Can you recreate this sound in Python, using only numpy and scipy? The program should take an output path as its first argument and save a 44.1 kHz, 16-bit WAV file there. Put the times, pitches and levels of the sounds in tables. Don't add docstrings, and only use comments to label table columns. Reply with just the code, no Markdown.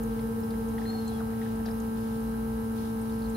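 import sys
import numpy as np
from scipy import signal
from scipy.fft import rfft, irfft, next_fast_len
from scipy.io import wavfile
from scipy.ndimage import uniform_filter1d, map_coordinates

SR = 44100
rng = np.random.default_rng(int(sys.argv[2]) if len(sys.argv) > 2 else 0)


def undo_db(level):
    steps = np.asarray(level, float) / 20
    return 10 ** steps


def dump_mix(stems):
    frames = np.atleast_2d(stems).T
    limited = np.clip(frames, -1, 1)
    pcm = np.round(limited * 32767).astype(np.int16)
    wavfile.write(sys.argv[1], SR, pcm)


N = 148176
SHAFT_HZ, MAINS_HZ = 56.108, 120

# t/s, extra sound travel/ms
PHONE_DRIFT = [
    (.92, 0),
    (1.22, .62),
    (2.93, .62),
    (3.13, 1.12),
]
# order, left level/dB, right level/dB, left lead/rad
LOW_ORDERS = [(1, -58, -57, -0.1), (2, -48, -47, -0.0), (4, -32, -33, -0.4), (6, -70, -61, -0.9),
              (7, -62, -65, -0.6), (8, -40, -41, -1.2), (9, -60, -60, -1.3), (10, -64, -62, -0.7),
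              (11, -78, -67, 2.9), (12, -58, -53, 2.9), (14, -61, -56, 0.5), (15, -57, -57, 1.1),
              (16, -56, -52, 1.9), (17, -65, -73, -1.4), (18, -61, -62, -1.3), (19, -60, -63, -2.6),
              (20, -52, -53, -2.8), (22, -62, -72, 3.0), (23, -68, -60, 1.4), (24, -65, -55, -1.7),
              (26, -73, -68, -1.7), (28, -56, -63, -0.4), (30, -65, -82, -0.8)]
# order, left level/dB, right level/dB, left lead/rad
HIGH_ORDERS = [(31, -78, -101, -2.3), (32, -65, -84, -3.0), (34, -72, -95, -0.1), (36, -79, -73, -2.6),
               (37, -83, -73, 2.3), (38, -80, -82, -1.1), (39, -77, -88, 1.9), (40, -71, -74, -1.6),
               (43, -79, -84, 0.2), (44, -72, -80, -2.3), (45, -76, -80, 2.9), (48, -77, -77, 0.8),
               (49, -72, -80, 1.1), (51, -86, -79, -1.3), (52, -77, -77, -0.1), (53, -81, -78, -1.3),
               (56, -77, -79, -0.1), (58, -80, -79, 1.9), (62, -83, -89, 2.7), (64, -81, -87, 1.7),
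               (67, -82, -113, 2.7), (68, -87, -82, -1.2), (72, -83, -74, -1.6), (76, -89, -79, -2.6),
               (80, -100, -81, -1.6), (84, -82, -90, 0.2)]
# shaft order, multiples of the pull added, level/dB
SIDEBANDS = [(0, 1, -50), (0, 2, -58.5), (3, 1, -55.5), (17, -1, -63), (20, -1, -58), (24, -1, -60),
             (24, 1, -74), (28, 1, -65.5)]
# f/Hz, width/Hz, level/dB, left over right/dB
CASE_MODES = [(7320, 230, -6.5, 10), (8280, 290, -10.5, 14), (8600, 350, -5.5, 10), (9270, 110, -8, 14),
              (9850, 96, 4.5, -10.5), (10290, 120, -2, -23), (10800, 390, -11, -12),
              (11560, 220, -3, -24.5), (12500, 310, -24, 3), (13200, 150, -12, 14), (13560, 200, -1.5, 5),
              (14120, 290, -4.5, -8), (14600, 280, -11, 0), (15500, 500, -14, -1)]
# f/Hz, level/dB
DRONES = [(52, -49), (59, -52), (73, -53.5), (98, -54.5), (135, -52.5), (195, -56), (209, -59.5)]
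# f/Hz, level per Hz/dB
RUMBLE = [(12, -51), (20, -18), (103, 2), (166, -3), (222, -1.5), (275, -5), (400, -58), (520, -71),
          (880, -120)]
# f/Hz, level per Hz/dB
BODY_NOISE = [(180, -40), (300, -5), (391, -16), (447, -3.5), (615, -26), (885, -17.5), (1600, -23.5),
              (2500, -31.5), (3250, -41), (5500, -120)]
# f/Hz, level per Hz/dB
HISS = [(1060, 1), (1800, -18), (2570, -11.5), (6190, -11), (6840, -14.5), (10000, -8.5), (15800, -8.5)]
# f/Hz, correlation
MIC_LIKENESS = [(60, .95), (130, 0.97), (290, 0.27), (640, 0.65), (1400, 0.1)]
# f/Hz, width/Hz, level/dB
HISS_DIPS_BUMPS = [(1170, 220, -4), (2580, 83, -18), (3950, 250, 3), (5200, 160, 2.5), (5720, 110, -7),
                   (6900, 150, -9), (7870, 150, -9)]
# t/s, f/Hz, level/dB
JUG = [
    (0, 466.5, -44.5),
    (.5, 462.3, -44.5),
    (.95, 460, -47),
    (1.2, 457.5, -52),
    (1.7, 456, -58),
    (3.4, 454, -65),
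]
# t/s, level/dB, f/Hz
SNAPS = [(.028, -40, 13000), (.034, -47.5, 7000), (.193, -49.5, 3830), (.267, -49, 11500),
         (.403, -43, 15000), (.505, -48, 4200), (.505, -46, 11000), (0.685, -51.5, 6500), (.783, -48, 3280),
         (.902, -53, 7000), (1.078, -42, 7380), (1.558, -52, 8500), (1.658, -49, 5400), (1.686, -52, 4460),
         (1.8, -47, 7000), (3.014, -47, 9030), (3.298, -48, 7600)]
# start t/s, length/s, level/dB, f/Hz
RUBS = [
    (0.096, .15, -64, 2190),
    (0.777, 0.44, -60.5, 3800),
    (1.304, .2, -63, 1900),
    (1.404, 0.14, -60, 3060),
    (1.645, 0.06, -57, 3500),
    (1.957, .22, -62, 3750),
    (2.75, 0.17, -59, 3820),
    (3.04, 0.33, -65.5, 4500),
]
# t/s, peak level/dB, f/Hz
TICKS = [(.192, -42, 2140), (.539, -43, 1870), (.781, -31.5, 1870), (.818, -35, 1780), (.855, -34, 1830),
         (.907, -44, 1900), (.93, -41, 1860), (1.116, -49, 3610), (1.192, -42, 1720), (1.205, -32, 1450),
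         (1.214, -33, 1200), (1.336, -42, 1900), (1.416, -35, 1900), (1.425, -43, 1800),
         (1.461, -35.5, 1700), (1.6, -41, 1700), (1.656, -38, 1747), (1.686, -34.5, 1700),
         (2.342, -39, 1570), (2.711, -42, 1490)]
# t/s, peak level/dB, f/Hz
CHIRPS = [(.433, -49, 5150), (1.426, -50, 3860), (1.658, -42.5, 4800), (1.664, -44, 3910),
          (1.709, -45, 5070), (3.095, -48, 3760), (3.117, -53, 4450), (3.138, -51, 5200),
          (3.219, -47, 4370), (3.244, -48, 4400), (3.257, -47, 4100), (3.02, -48, 8400)]
# t/s, f/Hz, level/dB
CREAK = [
    (.74, 794, -52),
    (.95, 771, -53),
    (1.73, 699, -58.5),
]
# t/s, peak level/dB
KNOCKS = [(.747, -44), (.783, -38), (.818, -43), (.837, -49), (.856, -45), (.888, -46), (.909, -42),
          (.932, -39), (.985, -48), (1.015, -43), (1.116, -46), (1.149, -45), (1.209, -41), (1.269, -42),
          (1.322, -47), (1.47, -48), (1.507, -43), (1.542, -44), (1.604, -47), (1.661, -40), (1.689, -42),
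          (1.715, -48)]
# t/s, f/Hz, level/dB
SQUEAK = [
    (.845, 4040, -64),
    (.881, 4194, -49),
    (.905, 4260, -48),
    (.92, 4300, -58),
    (.951, 4298, -53),
    (.972, 4265, -56),
    (.995, 4280, -49),
    (1.006, 4270, -63),
    (1.036, 4240, -66),
]
# t/s, f/Hz, level/dB
SQUEAK_LOW = [
    (1.04, 4140, -60),
    (1.075, 4100, -57),
    (1.1, 4000, -63),
    (1.127, 3990, -58),
]
# t/s, f/Hz, level/dB
SQUEAK_HIGH = [
    (1.076, 4300, -53),
    (1.09, 4230, -51),
    (1.106, 4150, -62),
]
# t/s, f/Hz, level/dB
SQUEAK_END = [
    (1.128, 3380, -59),
    (1.165, 3340, -59),
    (1.19, 3180, -72),
]
# t/s, f/Hz, level/dB
SQUEAK_LATE = [
    (3.344, 4080, -58),
    (3.37, 4200, -43),
]


def unit(x):
    return x / np.sqrt(np.mean(x ** 2) + 1e-20)


def along(points, hz):
    f, v = np.transpose(points)
    return np.interp(np.log(hz + 1), np.log(f + 1), v, left=v[0], right=v[-1])


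def curves(rows):
    s, *cols = np.transpose(rows)
    return [np.interp(np.arange(N) / SR, s, c) for c in cols]


def wobble(rate):
    knots = rng.standard_normal(int(N * rate / SR) + 4)
    return map_coordinates(knots, [np.arange(N) * rate / SR])


def filtered(x, response):
    m = next_fast_len(N + SR // 2)
    return irfft(rfft(x, m) * response(np.fft.rfftfreq(m, 1 / SR)), m)[..., :N]


def peak(f, hz, width_hz):
    return 1j * f * width_hz / (hz * hz - f * f + 1j * f * width_hz)


def rush(spectrum):
    def mid_side(f):
        turn = np.arccos(np.clip(along(MIC_LIKENESS, f), -1, 1)) / 2
        return undo_db(along(spectrum, f)) * [np.cos(turn), np.sin(turn)]

    mid, side = filtered(rng.standard_normal((2, N)), mid_side)
    return unit(np.array([mid + side, mid - side]))


def tone(turns, lead):
    sides = np.array([[lead / 2], [-lead / 2]])
    return np.sqrt(2) * np.sin(2 * np.pi * (turns + rng.random()) + sides)


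def glide(rows, rough_db, rate, lead):
    hz, db = curves(rows)
    t = np.arange(N) / SR
    on = uniform_filter1d(1. * (t > rows[0][0]) * (t < rows[-1][0]), size=300)
    turns = np.cumsum(hz) / SR + rough_db / 50 * wobble(rate)
    return on * undo_db(db + rough_db * wobble(rate)) * tone(turns, lead)


def heard_s():
    return np.arange(N) / SR - curves(PHONE_DRIFT)[0] / 1000


def high_orders():
    k = np.arange(31, 165)
    fall_db, vane_db, scatter_db = .05, 4, 4
    db = -87 - fall_db * (k - k[0]) + vane_db * (k % 4 == 0)
    db = db + scatter_db * rng.uniform(-1, 1, (2, len(k)))
    leads = rng.uniform(-np.pi, np.pi, len(k))
    for order, left, right, lead in HIGH_ORDERS:
        db[:, k == order] = [[left + 1], [right + 1]]
        leads[k == order] = lead
    return list(zip(k, *db, leads))


def pump():
    t = heard_s()
    hum = np.zeros((2, N))
    for k, left, right, lead in list(LOW_ORDERS) + high_orders():
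        hum += undo_db([[left], [right]]) * tone(round(k) * SHAFT_HZ * t, lead)
    for k, m, db in SIDEBANDS:
        hz = round(k) * SHAFT_HZ + round(m) * MAINS_HZ
        hum += undo_db(db + 1.3 * wobble(4.64)) * tone(hz * t, min(hz / 400, 2.2))
    return hum


def rattle():
    t = heard_s()
    pull = 2 * np.pi * MAINS_HZ * t
    clatter = map_coordinates(rng.standard_normal(1024), [SHAFT_HZ * t % 1 * 1024], mode="grid-wrap")
    clatter = clatter * (0.087 + np.cos(pull) + undo_db(-5) * np.cos(2 * pull + 1))
    common, *apart = rng.standard_normal((3, N))
    vanes = 1 + 0.19 * np.cos(8 * np.pi * SHAFT_HZ * t)
    gated = (common + 0.51 * np.array(apart)) * vanes * undo_db(0.52 * wobble(8.0))
    side = np.array([[.5], [-.5]])

    def case(f):
        modes = sum((-1) ** i * undo_db(db + pan_db * side) * peak(f, hz, width)
                    for i, (hz, width, db, pan_db) in enumerate(CASE_MODES))
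        return np.exp(2j * np.pi * f * side * .00074) * modes

    return undo_db(-61.5) * unit(filtered(clatter, case)) + undo_db(-58) * unit(filtered(gated, case))


def kitchen():
    t = np.arange(N) / SR
    drones = sum(undo_db(db + 4.1 * wobble(4.31)) * tone(hz * t + 0.051 * wobble(3.32), 0.17)
                 for hz, db in DRONES)

    def dips_bumps(f):
        return undo_db(sum(db * np.exp(-((f - hz) / width) ** 2) for hz, width, db in HISS_DIPS_BUMPS))

    rumble = undo_db(-46) * rush(RUMBLE)
    body = undo_db(-50.5 + 0.71 * wobble(8.9)) * rush(BODY_NOISE)
    hiss = undo_db(-51 + 0.5 * wobble(8.32)) * filtered(rush(HISS), dips_bumps)
    return drones + rumble + body + hiss


def jug():
    return glide(JUG, rough_db=1, rate=6, lead=.5)


def snaps():
    x, t = np.zeros(N + SR), np.arange(SR // 16) / SR
    f = np.fft.rfftfreq(len(t), 1 / SR)
    t60_s, width = .035, .3
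    for s, db, hz in SNAPS:
        noise = rfft(rng.standard_normal(len(t)))
        puff = unit(irfft(noise * peak(f, hz, width * hz) ** 2, len(t)))
        x[round(s * SR):][:len(t)] += undo_db(db - 60 * t / t60_s) * (1 - np.exp(-t / 0.00092)) * puff
    return x[:N]


def rubs():
    t = np.arange(N) / SR
    out = np.zeros((2, N))
    for s, long, db, hz in RUBS:
        fade = np.clip(np.minimum(t - s, s + long - t) / 0.014, 0, 1)
        grains = rng.standard_normal((2, N)) * undo_db(0.95 * wobble(70))
        out += undo_db(db) * fade * unit(filtered(grains, lambda f: peak(f, hz, 1.06 * hz) ** 2))
    return out


def taps():
    x, t = np.zeros(N + SR), np.arange(SR // 8) / SR
    creak_hz = curves(CREAK)[0]
    knocks = [(s, db, creak_hz[round(s * SR)]) for s, db in KNOCKS]
    for rows, t60_s in ((TICKS, .021), (CHIRPS, .035), (knocks, .061)):
        for s, db, hz in rows:
            modes = np.sin(2 * np.pi * hz * t * np.array([[1], [.93], [1.08]]))
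            ring = np.array([1, .4, .4]) @ modes * undo_db(-60 * t / t60_s) * (1 - np.exp(-t / .0015))
            noise = np.convolve(rng.standard_normal(len(t)), np.hanning(int(SR / hz / 3) + 3), "same")
            crack = .12 * undo_db(-60 * t / 0.0037) * noise * np.sqrt(hz / SR * 6)
            x[round(s * SR):][:len(t)] += undo_db(db) * (ring + crack)
    return x[:N]


def creak():
    grains = uniform_filter1d(rng.standard_normal(N) * undo_db(1.7 * wobble(60)), size=300)
    return unit(grains) * glide(CREAK, rough_db=-0.5, rate=7.8, lead=1.5)


def squeaks():
    strands = (SQUEAK, SQUEAK_LOW, SQUEAK_HIGH, SQUEAK_END, SQUEAK_LATE)
    return sum(glide(rows, rough_db=2, rate=90, lead=.8) for rows in strands)


def hand():
    x = snaps() + taps()
    contacts = np.array([x, np.roll(x, 1)])
    return (contacts + squeaks() + rubs()) * undo_db([[2], [-2]]) + creak()


def room(x):
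    t = np.arange(SR // 4) / SR
    tail = rng.standard_normal((2, len(t))) * undo_db(-60 * t / 1.6)
    return signal.fftconvolve(x, tail / np.linalg.norm(tail[0]), axes=1)[:, :N]


def scene():
    near = hand()
    return pump() + rattle() + kitchen() + jug() + near + undo_db(-13) * room(near)


def roll_off(x):
    return signal.sosfilt(signal.butter(12, 15930, fs=SR, output="sos"), x)


def record(dry):
    mix = filtered(dry, lambda f: f < 15780)
    return roll_off(mix)


dry = scene()
out = record(dry)
dump_mix(out)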